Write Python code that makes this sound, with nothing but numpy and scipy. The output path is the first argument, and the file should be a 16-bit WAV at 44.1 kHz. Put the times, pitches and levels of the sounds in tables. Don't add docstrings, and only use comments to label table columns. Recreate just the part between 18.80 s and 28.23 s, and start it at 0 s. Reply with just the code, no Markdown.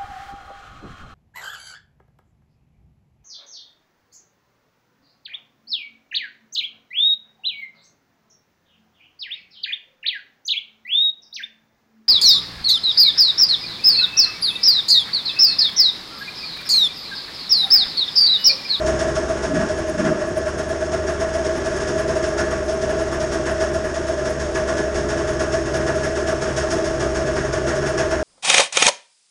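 import sys
import numpy as np
from scipy import signal
from scipy.fft import rfft, irfft
from scipy.io import wavfile

SR = 44100
rng = np.random.default_rng(int(sys.argv[2]) if len(sys.argv) > 2 else 0)


def bounce(signal):
    frames = np.transpose(np.atleast_2d(signal))
    limited = np.clip(frames, -1, 1)
    pcm = np.round(limited * 32767).astype(np.int16)
    wavfile.write(sys.argv[1], SR, pcm)


N = 415863
TIME = np.arange(N) / SR


def gain_of(db):
    return 10 ** (np.asarray(db) / 20)


def unit_rms(x):
    return x / np.sqrt(np.mean(x ** 2) + 1e-20)


def curve(table, at=TIME):
    return np.interp(at, *np.transpose(table))


def bell(t, width):
    return np.exp(-.5 * (t / width) ** 2)


def wander(hz, size=32768, step=16):
    rolloff = np.exp(-(np.fft.rfftfreq(size, step / SR) / hz) ** 2)
    slow = irfft(rfft(rng.standard_normal(size)) * rolloff)
    return unit_rms(np.interp(TIME, np.arange(size) * step / SR, slow))


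def clicks(times, sizes):
    return np.bincount(np.clip(np.round(times * SR).astype(int), 0, N), sizes, N + 1)[:N]


def through(x, impulse):
    return signal.oaconvolve(x, impulse)[:N]


def causal(gain):
    cepstrum = irfft(np.log(gain + 1e-12))
    half = len(cepstrum) // 2
    cepstrum[1:half] *= 2
    cepstrum[half + 1:] = 0
    return np.exp(rfft(cepstrum))


def body(spectrum, modes=(), size=16384):
    hz = np.fft.rfftfreq(size, 1 / SR)
    knot_hz, knot_db = np.transpose(spectrum)
    db = np.interp(np.log(hz + 1), np.log(knot_hz), knot_db)
    for centre, width, height in modes:
        db += height / (1 + (2 * (hz - centre) / width) ** 2)
    return irfft(causal(gain_of(db)))[:size // 2]


def shed(x, wet_db, t60=0.1, size=32768):
    t = np.arange(size) / SR
    echoes = rng.standard_normal(size) * (rng.random(size) < .1)
    echoes *= gain_of(-60 * t / t60) * (t > .003)
    room = rfft(gain_of(wet_db) * echoes / np.linalg.norm(echoes) + (t == 0))
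    impulse = irfft(room / causal(abs(room) ** .7))[:size // 2]
    return through(x, impulse / np.linalg.norm(impulse))


# t/s, level/dB
EFFORT = [(0, 3.5), (.6, -0.26), (1.05, -1.15), (1.6, -2.5), (2.9, 0), (4.5, 0), (5.3, -1.09), (6.3, .5),
          (8.3, 1), (9.43, -0.05)]
def running(db, follow):
    return gain_of(db + follow * curve(EFFORT))


# t/s, knock level/dB, rattle level/dB
HARD_FIRINGS = [(.049, -31, -33.5), (.18, -31, -33), (.26, -37, -41.5), (.339, -31.5, -35),
                (.471, -34, -38), (.55, -36.5, -43), (.614, -32.5, -36), (0.732, -29.5, -37),
                (0.786, -31.5, -39), (.872, -36, -38), (.96, -36, -42), (1.056, -38, -42.5),
                (1.167, -31, -37.5), (1.232, -27.5, -37), (1.384, -33, -42), (1.549, -35, -42.5),
                (1.647, -33, -39.5), (1.767, -33.5, -38.5), (1.879, -33.5, -40), (1.992, -34, -40.5),
                (2.106, -32, -37.5), (2.258, -31.5, -37), (2.385, -30, -37), (2.522, -34, -37.5),
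                (2.633, -32.5, -36.5), (2.74, -35, -40.5), (2.831, -31.5, -36.5), (2.942, -32, -39.5),
                (2.989, -34, -37), (3.061, -31.5, -36), (3.163, -31.5, -38), (3.268, -32, -37),
                (3.342, -33, -39), (3.415, -31, -35), (3.565, -26.5, -32.5), (3.693, -31.5, -39),
                (3.869, -36.5, -37.5), (4.002, -33.5, -38), (4.076, -32, -41), (4.173, -33.5, -38.5),
                (4.304, -31.5, -39), (4.391, -32.5, -36), (4.505, -30.5, -35), (4.645, -27.5, -36),
                (4.791, -29, -34.5), (4.923, -36, -38.5), (5.026, -34, -43), (5.132, -33.5, -36.5),
                (5.257, -32.5, -39), (5.364, -35.5, -42), (5.438, -32.5, -36.5), (5.584, -33.5, -37.5),
                (5.734, -27.5, -34.5), (5.863, -30, -35.5), (5.958, -30.5, -35.5), (6.133, -30.5, -34.5),
                (6.277, -30.5, -35), (6.357, -31.5, -37.5), (6.459, -32, -38), (6.582, -28.5, -34.5),
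                (6.71, -31.5, -34), (6.844, -34.5, -40), (6.926, -29, -35), (7.054, -28, -35),
                (7.136, -38, -40), (7.219, -30, -35), (7.341, -30, -35.5), (7.457, -29, -33),
                (7.601, -30.5, -34.5), (7.66, -33.5, -40), (7.753, -28.5, -30.5), (7.892, -29.5, -31.5),
                (8.031, -31.5, -35), (8.187, -29.5, -34.5), (8.336, -29.5, -34.5), (8.449, -33, -38),
                (8.545, -28, -35), (8.632, -33, -42.5), (8.714, -28.5, -34), (8.857, -27, -32.5),
                (8.94, -34.5, -38), (9.005, -30, -41), (9.046, -29.5, -34.5), (9.164, -24.5, -31),
                (9.295, -28, -35)]
KNOCK, RATTLE = 1, 2
def firings(weak_gap_s=.055, jitter_s=.0054, spread_db=2, fade_db_per_s=-32, knock_db=-41, rattle_db=-45):
    rows = list(HARD_FIRINGS)
    edges = [0] + [row[0] for row in HARD_FIRINGS] + [N / SR]
    for start, end in zip(edges, edges[1:]):
        for s in np.linspace(start, end, round((end - start) / weak_gap_s) + 1)[1:-1]:
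            late, strength = rng.standard_normal(2)
            db = curve(EFFORT, s) + fade_db_per_s * (s - start) + spread_db * strength
            rows.append((s + jitter_s * late, knock_db + db, rattle_db + db))
    return np.array(rows)


def throb(*bumps, width_s, reach=8192):
    t = np.arange(-reach, reach + 1) / SR
    shape_db = sum(db * bell(t - offset, width_s) for offset, db in bumps)
    jerks = clicks(np.array(HARD_FIRINGS)[:, 0], np.ones(len(HARD_FIRINGS)))
    return unit_rms(gain_of(signal.oaconvolve(jerks, shape_db, "same")))


def shaking(fired, column, lag_s, rise_s, sharpness, linger=.1, linger_s=.04016):
    t = np.maximum(np.arange(SR) / SR - lag_s, 0)
    burst = (t / rise_s * np.exp(1 - t / rise_s)) ** sharpness
    tail = linger * t / linger_s * np.exp(1 - t / linger_s)
    jerks = clicks(fired[:, 0], gain_of(fired[:, column]) ** 2)
    return abs(through(jerks, burst + tail))


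# t/s, f/Hz
STROKE_RATE = [(0, 65), (.3, 68.5), (.7, 68), (.9, 79), (1.25, 76), (1.4, 69.6), (1.8, 77.6), (2.4, 73.4),
               (2.9, 70.5), (3.3, 67.4), (3.8, 71.8), (4.5, 67.3), (4.9, 72), (5.7, 70.2), (6.6, 67.7),
               (7.3, 72.3), (8.4, 64.3), (9.43, 72)]
def crank(fired, kick=.018, flutter=.01):
    push = np.sqrt(shaking(fired, RATTLE, lag_s=.01, rise_s=.028, sharpness=2))
    unevenness = kick * unit_rms(push - push.mean()) + flutter * wander(12)
    return np.cumsum(curve(STROKE_RATE) * (1 + unevenness)) / SR


def hum(hz, drift_hz, waver):
    turns = np.cumsum(hz + drift_hz * wander(8.91)) / SR
    return np.sqrt(2) * (1 + waver * wander(15)) * np.sin(2 * np.pi * turns)


def boom(hz=133.5, start_db=-45.8, warming_db_per_s=1.15):
    level = running(start_db + warming_db_per_s * TIME, follow=1.7)
    level *= throb((.025, 4), (-.5, -6), width_s=.2)
    return level * hum(hz, drift_hz=3.61, waver=.22)


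# t/s, level/dB
HIGH_PANEL = [(0, -34.5), (1.85, -42), (2.35, -33), (2.6, -38), (2.85, -34.5), (3.25, -31.5), (3.78, -34.5),
              (4, -32), (4.22, -29), (4.4, -39), (4.7, -35.5), (5.25, -42), (6.2, -31), (6.75, -34),
              (7.15, -31), (7.7, -35.5), (8.5, -34.5), (9.15, -30.5), (9.43, -38)]
LOW_PANEL = [(0, -34.5), (1.3, -34.5), (1.85, -42), (2.5, -39), (3.15, -35), (3.6, -33.5), (3.95, -38),
             (4.5, -31), (5.2, -37), (5.7, -37), (6.3, -33.5), (6.95, -32.5), (7.8, -34.5), (8.3, -31),
             (8.6, -32), (9.43, -34)]
def panels(high_hz=414, low_hz=334.8):
    high = gain_of(curve(HIGH_PANEL)) * hum(high_hz, drift_hz=1.6, waver=.17)
    high *= throb((.2, 2.2), (0, -2.5), width_s=.6)
    low = gain_of(curve(LOW_PANEL)) * hum(low_hz, drift_hz=3.6, waver=.2)
    low *= throb((-.26, 5.5), (-.1, -4.5), width_s=.2)
    return high + low


# peak t/s, relative level/dB, f/Hz
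SQUEAKS = [(0.089, -47, 9500), (0.216, -53, 9500), (0.288, -54, 9470), (0.381, -52, 9500),
           (0.505, -53, 9530), (0.992, -51, 9570), (1.092, -44, 9470), (1.481, -51, 9480),
           (1.581, -42, 9450), (1.687, -50, 9490), (1.79, -49, 9520), (1.897, -49, 9500), (2.14, -52, 9570),
           (2.313, -49, 9500), (2.418, -50, 9500), (2.554, -50, 9550), (2.778, -51, 9460),
           (2.869, -49, 9490), (2.972, -51, 9500), (3.089, -52, 9480), (3.201, -47, 9460),
           (3.29, -53, 9590), (3.375, -49, 9560), (3.486, -48, 9550), (3.604, -50, 9490),
           (3.715, -50.5, 9500), (3.854, -50, 9490), (3.938, -48, 9460), (4.108, -49, 9440),
           (4.22, -50, 9480), (4.337, -50, 9420), (4.424, -52, 9500), (4.542, -50, 9400),
           (4.715, -46, 9460), (4.831, -46, 9510), (4.949, -48, 9510), (5.056, -48, 9390),
           (5.289, -50, 9420), (5.507, -47, 9470), (5.772, -48, 9450), (6.503, -49, 9490),
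           (6.619, -48, 9500), (6.968, -46, 9460), (7.168, -53, 9470), (7.254, -48, 9480),
           (7.496, -48, 9440), (7.792, -51, 9480), (7.935, -46, 9440), (8.064, -52, 9480),
           (8.263, -54, 9390), (8.894, -55, 9570), (8.965, -51, 9450), (9.095, -46, 9520),
           (9.203, -54, 9500), (9.314, -53, 9470)]
# multiple of the pitch, relative level/dB
SQUEAK_MODES = [(1, -0.5), (1.24, -16.5), (1.413, -14)]
def squeaks(drift_hz=90, width_s=.0105, trim_db=.3):
    out = np.zeros(N)
    drift = drift_hz * wander(200)
    grain = unit_rms(1 + .55 * wander(220))
    for s, db, hz in SQUEAKS:
        near = slice(max(int((s - .04) * SR), 0), int((s + .04) * SR))
        phase = 2 * np.pi * np.cumsum(hz + drift[near]) / SR
        tone = sum(gain_of(mode_db) * np.sin(multiple * phase) for multiple, mode_db in SQUEAK_MODES)
        out[near] += np.sqrt(2) * gain_of(db + trim_db) * bell(TIME[near] - s, width_s) * tone
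    return grain * out


# f/Hz, level/dB relative to the knock
METAL_NOTES = [(1700, -6.5), (1458, -12.5), (1880, -16.5)]
def ringing(fired):
    power = shaking(fired, KNOCK, lag_s=.0072, rise_s=.019, sharpness=1.5, linger=.18)
    return np.sqrt(power) * sum(gain_of(db) * hum(hz, drift_hz=9, waver=.3) for hz, db in METAL_NOTES)


# multiple of the stroke rate, relative level/dB at the start and at the end
ORDERS = [(1 / 3, -16.5, -14.5), (2 / 3, -19.5, -18), (0.99, -0.3, -0.74), (2, -29, -25)]
def drone(strokes, level_db=-33.6, stumble_s=1.4, stumble_db=-9):
    out = np.zeros(N)
    for order, start_db, end_db in ORDERS:
        waver = 1 + .2 * (wander(11) + 1j * wander(15))
        tone = (waver * np.exp(2j * np.pi * order * strokes)).real
        out += gain_of(np.linspace(start_db, end_db, N)) * tone
    level = running(level_db + stumble_db * bell(TIME - stumble_s, .11), follow=.46)
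    return np.sqrt(2) * level * throb((.9, 5), (.5, -3.5), width_s=.4) * out


def chatter(strokes, per_s, spread_db, pulsing):
    sizes = gain_of(spread_db * np.minimum(rng.exponential(1, N), 4)) * rng.choice([-1, 1], N)
    touching = rng.random(N) < per_s / SR
    return sizes * touching * np.exp(pulsing * np.cos(2 * np.pi * strokes))


# f/Hz, level/dB
RATTLE_SPECTRUM = [(1200, -13.5), (2200, -8), (2800, -10), (3500, -3.5), (4100, -9.5), (4700, -5.5),
                   (5350, 1.5), (5750, 0), (6100, -5), (6450, 1.5), (7400, -8.5), (9200, -12.5),
                   (10250, -16.5), (10800, -35), (13000, -42)]
# f/Hz, width/Hz, level/dB above the spectrum
RATTLE_MODES = [(2690, 66, 8.7), (3200, 51, 3.2), (3300, 55, 3), (5210, 50, 2.5), (5400, 45, 2),
                (5600, 45, 2.5), (6420, 50, 2), (6570, 50, 1.5)]
def rattle(strokes, fired, idle_db=-43, shake_db=1.95):
    jolts = shaking(fired, RATTLE, lag_s=.008, rise_s=.015, sharpness=1.36, linger=.058)
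    power = running(idle_db, follow=.63) ** 2 + gain_of(shake_db) ** 2 * jolts
    contacts = chatter(strokes, per_s=6000, spread_db=1.1, pulsing=.05)
    jangle = unit_rms(through(contacts, body(RATTLE_SPECTRUM, RATTLE_MODES)))
    return shed(np.sqrt(power) * jangle, wet_db=1.5, t60=.094)


# f/Hz, level/dB
BLOCK_SPECTRUM = [(300, -37), (560, -9), (720, 1.5), (820, -5.5), (960, -4), (1100, 0.5), (1270, -1),
                  (1450, -0.5), (1750, -1.5), (1950, -5), (2300, -10.5), (3000, -13.5), (5000, -45.5),
                  (12000, -68)]
# f/Hz, width/Hz, level/dB above the spectrum
BLOCK_MODES = [(872, 33, 8.1), (1404, 40, 2.5), (1620, 49, 3), (1697, 26, 4.4), (1870, 32, 2)]
def block(strokes, fired, idle_db=-36.5, knock_db=.9):
    knocks = shaking(fired, KNOCK, lag_s=.012, rise_s=.016, sharpness=1.53, linger=.14)
    power = running(idle_db, follow=1.1) ** 2 + gain_of(knock_db) ** 2 * knocks
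    contacts = chatter(strokes, per_s=3800, spread_db=1.4, pulsing=.13)
    clatter = unit_rms(through(contacts, body(BLOCK_SPECTRUM, BLOCK_MODES)))
    return shed(np.sqrt(power) * clatter, wet_db=2.5)


def puffs(strokes, uneven_db, jitter_s, rough, decay_strokes):
    times = TIME[1:][np.diff(np.floor(strokes)) > 0]
    strength, late = rng.standard_normal((2, len(times)))
    pulses = clicks(times + jitter_s * late, gain_of(uneven_db * np.clip(strength, -2, 2)))
    fundamental = np.cos(2 * np.pi * strokes)
    pulses -= 2 * np.mean(pulses * fundamental) * fundamental
    rush = np.exp(-(strokes % 1) / decay_strokes) * rng.standard_normal(N)
    return unit_rms(pulses) + rough * unit_rms(rush)


# peak t/s, level/dB, half width/s
GULPS = [(0.775, -21.5, 0.062), (1.255, -21.5, 0.07)]
# f/Hz, level/dB
GULP_SPECTRUM = [(40, -42), (100, -15), (160, -2), (330, -2), (420, -13), (520, -24), (2000, -67),
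                 (12000, -100)]
def gulps(strokes):
    gas = puffs(strokes, uneven_db=2, jitter_s=.0012, rough=1.7, decay_strokes=.73)
    hollow = shed(through(gas, body(GULP_SPECTRUM)), wet_db=7.5)
    out = np.zeros(N)
    for s, db, width_s in GULPS:
        swell = bell(TIME - s, width_s)
        out += gain_of(db) * np.sqrt(np.mean(swell ** 2)) * unit_rms(swell * hollow)
    return out


# f/Hz, level/dB
MUFFLER_SPECTRUM = [(15, -30), (40, -8), (55, -3), (70, -10.5), (88, -1), (115, -9.5), (170, -3.3),
                    (205, -8), (240, -3.5), (300, -8.5), (370, -2), (450, -7.5), (540, -13.5), (750, -16),
                    (1100, -28), (3000, -64.5), (12000, -100)]
# f/Hz, width/Hz, level/dB above the spectrum
SHED_MODES = [(128, 14, 1.5), (351, 22, 4), (365, 8.3, -4.5), (382.7, 27, 4.5), (494, 20, 10)]
def exhaust(strokes, fired, idle_db=-29, surge_db=.5):
    gas = puffs(strokes, uneven_db=3, jitter_s=.0011, rough=.91, decay_strokes=.37)
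    surges = shaking(fired, KNOCK, lag_s=.012, rise_s=.023, sharpness=1.8)
    power = running(idle_db, follow=.74) ** 2 + gain_of(surge_db) ** 2 * surges
    chug = shed(through(gas, body(MUFFLER_SPECTRUM, SHED_MODES)), wet_db=5)
    return np.sqrt(power) * unit_rms(chug)


# f/Hz, level/dB
PIPE_SPECTRUM = [(200, -46), (550, -40), (574, -27), (592, -1.5), (610, -5.5), (624, -4), (645, 0),
                 (664, -4), (677, -26.5), (712, -18.5), (760, -31), (1500, -58), (12000, -100)]
# peak t/s, relative level/dB, f/Hz
POPS = [(0.02, -18, 637), (0.052, -21, 613), (0.094, -17.5, 649), (0.146, -20.5, 626), (0.223, -17, 647),
        (0.291, -18.5, 638), (0.381, -16, 633), (0.435, -20.5, 626), (0.51, -16.5, 650), (0.577, -29, 631),
        (0.652, -20.5, 648.4), (0.721, -20, 630), (0.777, -19, 624), (0.812, -19, 646), (0.833, -19.5, 635),
        (0.909, -18.0, 622), (0.993, -22, 617), (1.055, -22, 627), (1.094, -21.5, 617), (1.2, -19, 619),
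        (1.265, -20.0, 643.4), (1.322, -15.5, 628), (1.389, -23, 606), (1.425, -20.0, 617),
        (1.484, -21, 637), (1.582, -17, 628.7), (1.676, -18.5, 624), (1.806, -22, 632.5), (1.873, -26, 628),
        (1.915, -19.5, 648.4), (2.029, -18, 634), (2.081, -22, 636.5), (2.144, -17.5, 651),
        (2.212, -22.5, 624), (2.253, -24.0, 619), (2.299, -18.5, 643), (2.425, -18.5, 651.4),
        (2.487, -24.0, 628.5), (2.52, -25, 634), (2.561, -17.5, 647.4), (2.602, -21, 656),
        (2.656, -20, 624.7), (2.698, -20.5, 635.3), (2.757, -24, 631), (2.876, -20, 645),
        (2.929, -21.5, 633.7), (3.035, -25.5, 633), (3.073, -23.5, 617.3), (3.133, -22, 630.4),
        (3.168, -18.5, 634.3), (3.205, -18.5, 629.4), (3.262, -20.5, 634.3), (3.306, -18, 645),
        (3.371, -17, 631), (3.405, -21, 636.6), (3.447, -19.5, 634.4), (3.487, -20, 636.4),
        (3.531, -21, 621), (3.595, -21, 632.8), (3.673, -22, 628.3), (3.735, -19, 647), (3.828, -21, 623),
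        (3.899, -18.5, 637.4), (3.936, -21, 646.4), (4.009, -24.5, 628), (4.04, -18.5, 642.7),
        (4.108, -18, 633.6), (4.141, -23, 646), (4.179, -19.5, 632), (4.223, -19, 631), (4.278, -24, 633.4),
        (4.375, -27, 629), (4.415, -20.5, 635.4), (4.445, -18.5, 640), (4.563, -22, 650),
        (4.601, -22.0, 622), (4.719, -20, 634), (4.762, -22, 626.6), (4.792, -22.5, 630.4),
        (4.823, -17.5, 643), (4.903, -23, 632.2), (4.964, -17, 646.6), (5.06, -22.5, 631),
        (5.176, -19, 650), (5.255, -22.5, 630.7), (5.302, -17, 639), (5.392, -22, 617), (5.429, -22, 628.4),
        (5.471, -19.5, 641), (5.51, -19, 627.7), (5.642, -24, 619), (5.701, -25, 624), (5.77, -26, 645),
        (5.831, -21, 627), (5.905, -19.5, 654), (6.003, -21.5, 627.7), (6.045, -21, 629),
        (6.103, -23.5, 636.7), (6.21, -21.5, 624), (6.334, -21.5, 644), (6.405, -21.5, 647),
        (6.45, -21, 616.5), (6.504, -19, 633), (6.547, -23, 619.3), (6.611, -19, 627.7), (6.685, -22, 630),
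        (6.751, -15.5, 647), (6.818, -23, 627.7), (6.92, -27, 623), (7.006, -21.5, 622.3),
        (7.102, -18, 648), (7.166, -18, 622.6), (7.213, -23, 628.3), (7.276, -20, 637),
        (7.312, -22.5, 638.5), (7.394, -22, 610), (7.495, -19, 635.7), (7.585, -25, 635),
        (7.63, -23.5, 646.6), (7.69, -22, 624), (7.785, -18.5, 631.4), (7.849, -18, 626.5),
        (7.94, -19, 653.3), (7.992, -20, 627), (8.04, -22, 628), (8.084, -20, 632), (8.249, -24, 632),
        (8.296, -23, 628), (8.373, -23, 642), (8.498, -19, 630), (8.543, -23.5, 615.5),
        (8.653, -21.5, 621.7), (8.774, -19.5, 628.7), (8.939, -20.5, 614), (8.986, -20.5, 619),
        (9.046, -21.5, 627), (9.106, -20, 634), (9.146, -22, 617), (9.208, -18.5, 647), (9.263, -20, 619),
        (9.337, -16.5, 649), (9.405, -21, 627)]
def pipe(strokes, murmur_db=-27.9, pop_db=-.4, rise_s=.0093, fall_s=.0087, slide_hz_per_s=472):
    gas = puffs(strokes, uneven_db=2, jitter_s=.00064, rough=.51, decay_strokes=.15)
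    murmur = unit_rms(through(gas, body(PIPE_SPECTRUM)))
    murmur *= running(murmur_db, follow=.78) * throb((.2, -7), width_s=.1)
    pops, popping = np.zeros((2, N))
    for s, db, hz in POPS:
        near = slice(max(int((s - .05) * SR), 0), int((s + .06) * SR))
        t = TIME[near] - s
        envelope = bell(t, np.where(t < 0, rise_s, fall_s))
        turns = np.cumsum(hz + slide_hz_per_s * t) / SR + rng.random()
        pops[near] += np.sqrt(2) * gain_of(db + pop_db) * envelope * np.cos(2 * np.pi * turns)
        popping[near] += envelope
    return pops + murmur * np.clip(1 - .8 * popping, 0, 1)


def scene():
    fired = firings()
    strokes = crank(fired)
    background = boom() + panels() + squeaks() + ringing(fired) + drone(strokes)
    machinery = rattle(strokes, fired) + block(strokes, fired)
    gas = gulps(strokes) + exhaust(strokes, fired) + pipe(strokes)
    return (background + machinery + gas)[None]


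def record(dry, dull_hz=12800, edge_hz=13500):
    dulled = signal.sosfilt(signal.butter(6, dull_hz, fs=SR, output="sos"), dry)
    band_limit = signal.firwin(511, edge_hz, window=("kaiser", 9), fs=SR)
    return signal.oaconvolve(dulled, band_limit[None], "same")


dry = scene()
out = record(dry)
bounce(out)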